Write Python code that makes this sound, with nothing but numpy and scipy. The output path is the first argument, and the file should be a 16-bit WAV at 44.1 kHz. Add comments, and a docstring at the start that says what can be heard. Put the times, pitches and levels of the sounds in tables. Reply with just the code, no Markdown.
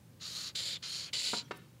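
"""A small room with a low hum, where a felt-tip marker draws the four strokes of a W on a large paper pad.
The tip catches on paper fibres and hisses through the pen's resonances, louder and raspier when pushed
up than when pulled down. Pen and hand brush the pad lightly, and as the hand eases off the pad knocks
twice against its easel."""
import sys
import numpy as np
from scipy import signal
from scipy.fft import rfft, irfft
from scipy.io import wavfile

SR = 44100
rng = np.random.default_rng(int(sys.argv[2]) if len(sys.argv) > 2 else 0)


def inscribe(sig):
    """Save sig as 16-bit PCM at rate SR to the path in sys.argv[1].

    A 1-D sig is mono; a 2-D sig holds one channel per row.
    Samples are clipped to [-1, 1] before scaling.
    """
    pcm = np.round(np.clip(np.atleast_2d(sig).T, -1, 1) * 32767)
    wavfile.write(sys.argv[1], SR, pcm.astype(np.int16))


N = 79380


def amp(db):
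    """Decibels to gain."""
    return 10 ** (np.asarray(db) / 20)


def unit(x):
    """Scales to rms 1."""
    return x / np.sqrt(np.mean(x ** 2) + 1e-20)


def axes():
    """Time of each sample and frequency of each bin."""
    return np.arange(N) / SR, np.fft.rfftfreq(N, 1 / SR)


def read(points, hz):
    """Reads a curve on a log-frequency axis."""
    f, value = np.transpose(points)
    return np.interp(np.log(hz + 1), np.log(f + 1), value)


def colour(x, gain):
    """Minimum-phase EQ with the given gain at each frequency."""
    log_gain = np.log(np.maximum(gain, 1e-5))
    mirrored = np.concatenate([log_gain, log_gain[-2:0:-1]])
    response = np.exp(np.conj(signal.hilbert(mirrored)))[:len(gain)]
    return irfft(rfft(x) * response, N)


def room_tone():
    """A steady bed of ventilation rumble, faint hiss and mains hum."""
    # Each row: frequency in Hz, relative level of the air noise in dB.
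    air_eq = [(15, -83), (25, -73), (64, -12), (119, -6), (178, -4), (198, -10.5), (260, -13.5), (349, -18),
              (421, -24), (523, -18), (648, -29), (826, -26.5), (1110, -29), (1710, -32), (15500, -39.5)]
    air_db, hum_db, hum_hz = -59, -65.5, 118.4
    t, hz = axes()
    air = unit(colour(rng.standard_normal(N), amp(read(air_eq, hz))))
    hum = np.sqrt(2) * np.sin(2 * np.pi * (hum_hz * t + rng.random()))
    return amp(air_db) * air + amp(hum_db) * hum


def friction():
    """Fine rubbing noise plus tiny snaps of the felt on paper fibres, juddering slightly."""
    snags_per_s, snag_spread_db, snag_share = 3500, 2.5, 0.38
    judder_hz, judder_db = 158, 0.54
    _, hz = axes()
    size = amp(snag_spread_db * np.minimum(rng.exponential(1, N), 5))
    snags = size * rng.choice([-1, 1], N) * (rng.random(N) < snags_per_s / SR)
    judder = unit(irfft(rfft(rng.standard_normal(N)) / (1 + (hz / judder_hz) ** 2), N))
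    rub = np.sqrt(1 - snag_share) * rng.standard_normal(N)
    return (np.sqrt(snag_share) * unit(snags) + rub) * amp(judder_db * judder)


def near_echoes(x):
    """The writer's arm and body throw back six quick, quiet reflections."""
    _, hz = axes()
    delays_s = rng.uniform(0.00099, 0.008, size=6)
    echoes = amp(-20) * sum(np.exp(-2j * np.pi * hz * delay) for delay in delays_s)
    return irfft(rfft(x) * (1 + echoes), N)


def tip_resonance(x, centre_hz, width_hz=720):
    """The tip rings in a narrow band whose centre slides as the pen tilts."""
    turn = np.exp(2j * np.pi * np.cumsum(centre_hz) / SR)
    pole = np.exp(-np.pi * width_hz / SR)
    return 2 * (turn * signal.lfilter([1 - pole], [1, -pole], x / turn)).real


def stroke(moves, eq, gain_db):
    """Friction rings paper and pen; the felt's fizz on top opens with speed."""
    paper_below_hz, fizz_above_hz = 3455, 7490
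    t, hz = axes()
    times, *lanes = np.transpose(moves)
    pen_db, fizz_db, paper_db, tip_hz = (np.interp(t, times, lane) for lane in lanes)
    hiss = rfft(near_echoes(colour(friction(), amp(read(eq, hz)))))
    low = 1 / (1 + (hz / paper_below_hz) ** 16)
    high = 1 - 1 / (1 + (hz / fizz_above_hz) ** 24)
    paper, pen, fizz = (unit(irfft(hiss * band, N)) for band in (low, 1 - low - high, high))
    tip = unit(tip_resonance(tip_resonance(friction(), tip_hz), tip_hz))
    body = amp(-1.75) * pen + amp(-6) * tip
    mix = amp(pen_db) * body + amp(paper_db - 1) * paper + amp(fizz_db + 0.5) * fizz
    on_paper = (t > times[0]) * (t < times[-1])
    return on_paper * amp(gain_db) * mix


def marker():
    """The W: pulled down, pushed up, and both again, each stroke coloured by the angle of the tip."""
    # Automation for each stroke. Each row: time in seconds, faders in dB for pen hiss, felt fizz and
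    # paper rasp, tip resonance in Hz.
    down_1 = [(0.197,-70,-85,-70,4100),(0.217,-45.5,-67,-54,3930),(0.266,-42,-58.5,-53.5,4180),(0.315,-45,-58.5,-54,4040),(0.35,-43,-55.5,-51.5,4120),(0.363,-40.5,-54.5,-50,4300),(0.41,-42,-56,-52,4220),(0.484,-41.5,-58.5,-52,4270),(0.51,-55.5,-72,-55.5,4400),(0.525,-76,-87,-73,4330)]
    up_1 = [(0.549,-64,-80,-55,4010),(0.5545,-36,-54,-42.5,4000),(0.565,-38.5,-53,-46.5,3930),(0.6,-38.5,-53.5,-47.5,4100),(0.651,-42,-55.5,-49,4280),(0.675,-39.5,-53,-47,4250),(0.739,-41.5,-57.5,-48,3860),(0.769,-48,-72,-49.5,3750),(0.782,-70,-88,-62,3550),(0.795,-74,-88,-72,3500)]
    down_2 = [(0.822,-68,-84,-65,4200),(0.828,-44,-65,-49,4030),(0.84,-41.5,-63,-48,4210),(0.899,-42.5,-55,-51,4120),(0.951,-38.5,-54.5,-49.5,4280),(0.993,-40,-55,-49.5,4300),(1.059,-44.5,-62,-52.5,4320),(1.093,-57,-70,-52.5,4360),(1.11,-80,-89,-67,4200)]
    up_2 = [(1.128,-67,-82,-62,4040),(1.133,-36.5,-51,-40,4070),(1.168,-38,-55,-45,4400),(1.214,-37,-51.5,-44.5,4360),(1.228,-41.5,-50,-48,4350),(1.242,-36.5,-49.5,-44.5,4370),(1.275,-36.5,-49.5,-43.5,4400),(1.326,-41,-52,-47.5,3960),(1.34,-38.5,-53,-45.5,3950),(1.362,-40.5,-54.5,-51.5,4100),(1.379,-37.5,-58.5,-49,4100),(1.398,-42,-62,-49.5,4080),(1.418,-51,-76,-59,4180),(1.432,-68,-86,-65,4200)]
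    # The colour of each stroke's hiss. Each row: frequency in Hz, relative level in dB.
    down_1_eq = [(130,-30),(520,-17),(800,-26),(1300,-12.5),(1950,-16.5),(2650,-13.5),(3050,-9),(3450,-9.5),(4230,-1),(4850,-6),(5600,-9),(6200,-11.5),(6750,-6.5),(7350,-13),(8250,-21.5),(9350,-16),(10400,-25.5),(11400,-23),(15800,-35)]
    up_1_eq = [(130,-27),(560,-17),(800,-26),(1800,-15),(2250,-10),(2650,-13),(3200,-4),(3750,-2),(4200,-1),(4750,-2),(5600,-13.5),(5950,-13),(6250,-15),(7150,-6),(8600,-22.5),(9450,-16.5),(10450,-27),(11400,-24.5),(15800,-40)]
    down_2_eq = [(130,-26),(520,-20),(800,-25.5),(1400,-15),(1900,-17.5),(2250,-12),(2700,-12.5),(3150,-7),(3550,-12),(4270,-1.5),(4850,-7.5),(5600,-11.5),(6200,-16),(6650,-10),(7200,-12.5),(8400,-26),(9200,-15.5),(10400,-29),(11400,-28),(15800,-43)]
    up_2_eq = [(130,-26),(560,-17),(800,-25.5),(1750,-19),(2250,-9),(2450,-10.5),(2950,-5),(3400,-6),(4000,0),(4650,0),(5500,-10),(6200,-13),(7200,-4.5),(8600,-20.5),(9150,-12.5),(9900,-18),(10450,-26),(11200,-25),(14000,-36),(15500,-34)]
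    down_db, up_db = -0.5, 1
    return (stroke(down_1, down_1_eq, down_db) + stroke(up_1, up_1_eq, up_db)
            + stroke(down_2, down_2_eq, down_db) + stroke(up_2, up_2_eq, up_db))


def reverb(x):
    """The small room's diffuse tail, each band dying at its own speed."""
    # Each row: frequency in Hz, seconds to fall by 60 dB.
    decay_times = [(150,1),(500,0.21),(1500,0.35),(4000,0.58),(9000,0.71),(16000,0.45)]
    predelay_s = 0.0073
    hz, t, noise = signal.stft(rng.standard_normal(SR // 2), SR, nperseg=256)
    decay = amp(-60 * t / read(decay_times, hz)[:, None])
    _, tail = signal.istft(noise * decay, SR, nperseg=256)
    tail *= np.arange(len(tail)) / SR > predelay_s
    return signal.fftconvolve(x, tail / np.linalg.norm(tail))[:N]


def touches():
    """Pen and hand brush the pad, each touch one short swell of scratchy noise."""
    # Each row: peak time in seconds, level in dB, centre in Hz, spread in octaves, spread in seconds.
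    ticks = [(0.764,-44.5,3520,0.041,0.005),(1.1,-68,505,0.75,0.0025),(1.09,-56,2400,0.46,.008),(1.459,-65.5,3300,.07,0.015),(1.456,-67.5,5700,.07,.012),(1.476,-53,146,0.34,0.0063),(1.483,-65,1900,0.85,0.0049),(1.57,-64.5,9900,0.63,0.0097),(1.574,-55.5,10700,0.38,.0012)]
    t, hz = axes()
    mix = np.zeros(N)
    for peak_s, level_db, centre_hz, octaves, spread_s in ticks:
        band = np.exp(-0.5 * (np.log2((hz + 1) / centre_hz) / octaves) ** 2)
        swell = np.exp(-0.5 * ((t - peak_s) / spread_s) ** 2)
        mix += amp(level_db) * unit(colour(rng.standard_normal(N), band)) * swell
    return mix


def knock(start, gain_db, cutoff_hz, rattle_db):
    """The pad chatters briefly on the easel, whose modes start out of step; a cushioned blow is duller."""
    # The easel's ring. Each row: frequency in Hz, relative level in dB, seconds to fall by 60 dB.
    modes = [(221,-12,0.084),(272,-7.5,0.072),(417,-0.5,0.047),(577,-1,0.022),(725,-5.5,0.057),(794,-10.5,0.046),(957,-0.5,0.058),(1142,-6.5,0.073),(1250,0,0.038),(1422,-3,0.059),(1534,-4,0.051),(2190,-6.5,.05),(2620,-16,0.069),(2855,-8.5,.04)]
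    # The colour of the chatter. Each row: frequency in Hz, relative level in dB.
    rattle_eq = [(100,-29),(250,6),(900,1.5),(1500,1),(1900,3.5),(3000,-2),(5000,-3.5),(9000,-6),(15000,-31)]
    attack_s, rattle_hold_s, rattle_fall_s = 0.0029, 0.011, 0.0033
    t, hz = axes()
    age = np.maximum(t - start, 0)
    ring = sum(amp(db - 60 * age / t60) * np.sin(2 * np.pi * f * age - np.pi * k ** 2 / len(modes))
               for k, (f, db, t60) in enumerate(modes))
    rattle = unit(colour(rng.standard_normal(N), amp(read(rattle_eq, hz))))
    rattle *= np.exp(-np.maximum(age - rattle_hold_s, 0) / rattle_fall_s)
    attack = np.sqrt(np.minimum(age / attack_s, 1))
    blow = attack * (ring + amp(rattle_db) * rattle)
    cushion = 1 / np.sqrt(1 + (hz / cutoff_hz) ** 6)
    return amp(gain_db) * colour(blow, cushion)


def scene():
    """A mono mix over room tone: the marker almost dry, the knocks with more reverb."""
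    # Each row: start in seconds, gain in dB, low-pass cutoff in Hz, rattle gain in dB.
    knocks = [(1.3322, -31.5, 1680, -3.5), (1.509, -37, 4100, -1)]
    pen_send_db, knock_send_db = -29, -7
    pen = marker() + touches()
    blows = (knock(*row) for row in knocks)
    easel = sum(blow + amp(knock_send_db) * reverb(blow) for blow in blows)
    return (pen + amp(pen_send_db) * reverb(pen) + easel + room_tone())[None]


def record(dry):
    """A low cut trims the deepest rumble and a steep high cut takes off the very top."""
    low_cut_hz, high_cut_hz = 55, 15800
    low_cut = signal.butter(2, low_cut_hz, "highpass", fs=SR, output="sos")
    high_cut = signal.firwin(1023, high_cut_hz, window=("kaiser", 9), fs=SR)
    return signal.oaconvolve(signal.sosfilt(low_cut, dry), high_cut[None], "same")


dry = scene()
out = record(dry)
inscribe(out)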